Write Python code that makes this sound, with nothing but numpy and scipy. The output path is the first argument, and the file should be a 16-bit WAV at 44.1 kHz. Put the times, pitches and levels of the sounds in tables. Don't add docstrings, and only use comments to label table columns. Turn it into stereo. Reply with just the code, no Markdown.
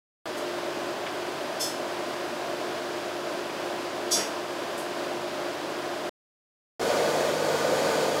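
import sys
import numpy as np
from scipy.fft import rfft, irfft, next_fast_len
from scipy.io import wavfile
from scipy.ndimage import map_coordinates

SR = 44100
rng = np.random.default_rng(int(sys.argv[2]) if len(sys.argv) > 2 else 0)


def wav_out(sig):
    wavfile.write(sys.argv[1], SR, np.round(np.clip(np.atleast_2d(sig).T, -1, 1) * 32767).astype(np.int16))


N = 361619
TIME_S = np.arange(N) / SR
FFT_SIZE = next_fast_len(N + 8192)
FREQ_HZ = np.fft.rfftfreq(FFT_SIZE, 1 / SR)

# start_s, end_s
SCENE_SPANS = [(.2555, 6.0945), (6.7952, 8.3)]
# scene_1_hz, scene_2_hz
FIRING_HZ = (50.3, 51.17)
# order, scene_1_db, scene_2_db
OVERTONES = [(2, -62.5, -54.5), (3, -59, -47), (4, -65, -48.5), (5, -60.5, -50.5), (6, -50.5, -46.5),
             (7, -40, -48), (9, -54.5, -49), (12, -46.5, -43.5)]
# centre_s, length_s, depth_db
BOOM_DIPS = [(.26, .24, 8), (1.07, 0.24, 12), (1.53, 0.64, 11)]
# start_s, level_db, centre_hz, width_octaves, t60_s
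KNOCKS = [(1.063, -32.5, 2100, .6, .075), (4.175, -24.5, 500, .35, .1), (6.812, -40, 60, .7, .11)]
# freq_hz, relative_db
AIR_1 = [(15, -93), (25, -58), (70, -34.5), (91, -33.5), (119, -19.5), (140, -21.5), (268, -10.5),
         (351, -5), (380, -6), (512, -4.5), (618, -5.5), (809, -7.5), (1030, -11.5), (4800, -24.5),
         (15700, -43)]
AIR_2 = [(15, -74), (25, -41), (70, -34), (86, -26), (144, -17.5), (333, -6.5), (540, 0), (809, -5.5),
         (1210, -15), (1310, -22.5), (1460, -15), (2720, -19.5), (4300, -21.5), (6810, -25.5),
         (15700, -39.5)]
# centre_hz, width_hz, gain_db
DUCT_1 = [(78, 28, -1), (115, 26, -1), (140, 10, 2.5), (325, 91, 0.5), (489, 96, -6.5), (604, 230, 2),
          (823, 140, -3), (1026, 32, 4), (1580, 220, 1.5), (2100, 500, -1.5), (3230, 570, 1),
          (4900, 600, 2)]
DUCT_2 = [(380, 28, -1.5), (465, 49, 3), (535, 120, 1.5), (798, 68, -5), (1227, 116, 7), (1380, 120, 4.5),
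          (1498, 50, 7), (1640, 70, 3), (2280, 110, -0.5), (2770, 150, -5), (3270, 140, 2.5),
          (4580, 610, 2.5), (6900, 770, 2)]
# freq_hz, coherence
COHERENCE_1 = [(250, 0.99), (750, 1), (1400, 0.84), (2300, .48), (3200, 0.68), (5000, 0.11), (11000, .28)]
COHERENCE_2 = [(400, 0.99), (900, 0.94), (1500, 0.73), (2200, 0.43), (6500, 0.29), (9500, 0.046)]
# freq_hz, left_minus_right_db
BALANCE_1 = [(60, 2.5), (120, 2), (240, -1), (480, -1), (950, -3.5), (1890, -8), (3770, -7.0), (7520, -2.5),
             (15000, -0.5)]
BALANCE_2 = [(60, 0.0), (240, 0.1), (950, 0.5), (3770, 0.5), (15000, 1.0)]
# freq_hz, left_lead_rad
LEAD_1 = [(100, 0.052), (350, 0.051), (600, 0.69), (1000, 0.69), (1700, 0.56), (2400, 1.6), (4000, 1.3),
          (7000, 2.4)]
LEAD_2 = [(350, .02), (600, 0.065), (1300, .05), (2400, 1.4), (4400, .2)]
# pitch_hz, soft_puff_relative_db, hard_puff_relative_db
HOUSING_MODES = [(3176, -10, -17), (3476, -7, -9), (4393, -11, -9), (4510, -13, -10), (4845, -18, -2),
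                 (5222, 1.5, -10), (5540, -18, 0), (5750, -12, -11), (5864, -9, -2), (6510, -8, -6),
                 (6610, -28, -5), (7130, -18, -10), (7467, -14, -24), (7793, -16, -8), (7940, -8, -11),
                 (8750, -11, -19), (9065, -21, -10), (9335, -11, -15), (10680, -30, -17), (11038, -11, -7),
                 (11222, -11, -23), (11594, -26, -15), (12064, -19, -20), (13860, -17, -28)]
# freq_hz, relative_db
JET_SPECTRUM = [(1500, -30), (3200, -6.5), (5500, -0.5), (9000, -6.5), (12000, -9.5), (15500, -24)]
GUST_SPECTRUM = [(110, -35), (180, 0.5), (550, 2), (1500, -5), (3000, -4), (6000, -42.5)]
# start_s, gain_db, rise_s, hold_s, t60_s, low_cut_hz, ring_db, tilt_db_per_octave, is_hard
PUFFS = [(0.368, -37.5, .01, .005, .22, 6000, -18, 4, 0), (1.592, -27.4, .016, .031, .39, 3300, -1, 4.6, 0),
         (4.106, -20.3, .013, .022, .42, 3200, -1.5, -.3, 1),
         (4.77, -36, 0.011, .012, 0.28, 7440, -11, -2.5, 0)]


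def amp(db):
    return 10 ** (np.asarray(db) / 20)


def curve(points):
    hz, values = np.transpose(points)
    return np.interp(np.log(FREQ_HZ + 1), np.log(hz + 1), values)


def wobble(knots_per_s):
    return map_coordinates(rng.standard_normal(int(N * knots_per_s / SR) + 4), [TIME_S * knots_per_s])


def white_spectra():
    return rfft(rng.standard_normal((2, FFT_SIZE)))


def noise(colour):
    pair = irfft(white_spectra() * colour, FFT_SIZE)[:, :N]
    return pair / np.sqrt(np.mean(pair ** 2) + 1e-20)


def envelope(start_s, rise_s, hold_s, t60_s):
    age_s = TIME_S - start_s
    return np.clip(age_s / rise_s, 0, 1) * amp(-60 * np.maximum(age_s - rise_s - hold_s, 0) / t60_s)


def cabin_boom_db(waver_db=1, fade_db_per_s=0.3):
    dip_db = sum(depth_db * np.cos(np.pi * np.clip((TIME_S - centre_s) / length_s, -.5, .5)) ** 2
                 for centre_s, length_s, depth_db in BOOM_DIPS)
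    return waver_db * wobble(9) - dip_db - fade_db_per_s * TIME_S


def engine(firing_hz, overtones, drift, waver_db):
    phase = 2 * np.pi * np.cumsum(firing_hz * (1 + drift * wobble(4))) / SR
    hum = np.zeros(N)
    for order, level_db in overtones:
        peak = np.sqrt(2) * amp(level_db + waver_db * wobble(7.7))
        hum += peak * np.sin(order * phase + rng.uniform(0, 2 * np.pi))
    return hum


def trim_knocks():
    out = np.zeros(N)
    for start_s, level_db, centre_hz, width_octaves, t60_s in KNOCKS:
        band = np.exp(-.5 * (np.log2((FREQ_HZ + 1) / centre_hz) / width_octaves) ** 2)
        out += amp(level_db) * envelope(start_s, .0034, .0015, t60_s) * noise(band)[0]
    return out


def blower(air, duct, coherence, balance, lead, flutter_db):
    duct_db = sum(db / (1 + (2 * (FREQ_HZ - hz) / width_hz) ** 4) for hz, width_hz, db in duct)
    colour = amp(curve(air) + duct_db)
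    likeness = np.clip(curve(coherence), 0, 1)
    pan = amp(curve(balance) / 2)
    lead_rad = curve(lead)
    common, separate = white_spectra()
    left = common * pan
    right = (likeness * np.exp(-1j * lead_rad) * common + np.sqrt(1 - likeness ** 2) * separate) / pan
    sum_gain = np.sqrt(pan ** 2 + pan ** -2 + 2 * likeness * np.cos(lead_rad))
    pair = irfft(np.array([left, right]) * colour / sum_gain, FFT_SIZE)[:, :N]
    return pair / np.std(pair.mean(axis=0)) * amp(flutter_db * wobble(8.1))


def opening_gain(hz, low_cut_hz):
    return 1 / np.sqrt(1 + (low_cut_hz / (hz + 1)) ** 20)


def housing_ring(start_s, mode_hz, gains, width_hz=14, spread_rad=0.7, damping_db_per_s_per_hz=.004):
    age_s = np.arange(SR * 3 // 4) / SR
    count = len(mode_hz)
    wander = np.cumsum(rng.standard_normal((count, len(age_s))), axis=1)
    wander *= np.sqrt(2 * np.pi * width_hz / SR)
    offset = 2 * np.pi * rng.random((count, 1)) + spread_rad * rng.standard_normal((2, count, 1))
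    damping = amp(-damping_db_per_s_per_hz * (mode_hz[:, None] - mode_hz.min()) * age_s)
    modes = np.sqrt(2) * damping * np.sin(2 * np.pi * mode_hz[:, None] * age_s + wander + offset)
    ring = gains @ modes / np.linalg.norm(gains)
    return np.pad(ring, ((0, 0), (round(start_s * SR), N)))[:, :N]


def air_brakes(jet_db=-6, gust_db=-13, ring_delay_s=.004, pan_left_db=1):
    out = np.zeros((2, N))
    mode_hz, soft_db, hard_db = np.transpose(HOUSING_MODES)
    for start_s, gain_db, rise_s, hold_s, t60_s, low_cut_hz, ring_db, tilt_db_per_oct, is_hard in PUFFS:
        colour = amp(curve(JET_SPECTRUM) + tilt_db_per_oct * np.log2(FREQ_HZ + 1))
        jet = noise(colour * opening_gain(FREQ_HZ, low_cut_hz))
        jet *= envelope(start_s, rise_s, hold_s, t60_s)
        mode_gains = amp(hard_db if is_hard else soft_db) * opening_gain(mode_hz, low_cut_hz)
        ring = housing_ring(start_s, mode_hz, mode_gains)
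        ring *= envelope(start_s + ring_delay_s, rise_s, hold_s, t60_s)
        out += amp(gain_db) * (amp(jet_db) * jet + amp(ring_db) * ring)
        if is_hard:
            gust = noise(amp(curve(GUST_SPECTRUM)))[0]
            out += amp(gain_db + gust_db) * gust * envelope(start_s, rise_s=.08, hold_s=.019, t60_s=.51)
    return out * amp([[pan_left_db], [-pan_left_db]])


def first_scene(boom_order=7):
    air = amp(-33) * blower(AIR_1, DUCT_1, COHERENCE_1, BALANCE_1, LEAD_1, flutter_db=0.27)
    boom_db = cabin_boom_db()
    overtones = [(order, db + boom_db * (order == boom_order)) for order, db, _ in OVERTONES]
    return air + engine(FIRING_HZ[0], overtones, drift=0.00304, waver_db=0.4) + air_brakes()


def second_scene(fade_in_s=.024):
    air = amp(-25.5) * blower(AIR_2, DUCT_2, COHERENCE_2, BALANCE_2, LEAD_2, flutter_db=0.95)
    overtones = [(order, db) for order, _, db in OVERTONES]
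    hum = engine(FIRING_HZ[1], overtones, drift=0.00184, waver_db=0)
    fade_in_db = np.interp(TIME_S - SCENE_SPANS[1][0], [0, fade_in_s], [-6, 0])
    return amp(fade_in_db) * (air + hum)


def scene(edge_s=.001):
    gates = [np.clip(np.minimum(TIME_S - start_s, end_s - TIME_S) / edge_s, 0, 1)
             for start_s, end_s in SCENE_SPANS]
    return first_scene() * gates[0] + second_scene() * gates[1] + trim_knocks()


def record(dry, cutoff_hz=15800, edge_hz=100):
    passband = np.clip((cutoff_hz - FREQ_HZ) / edge_hz + .5, 0, 1)
    return irfft(rfft(dry, FFT_SIZE) * passband, FFT_SIZE)[:, :N]


dry = scene()
out = record(dry)
wav_out(out)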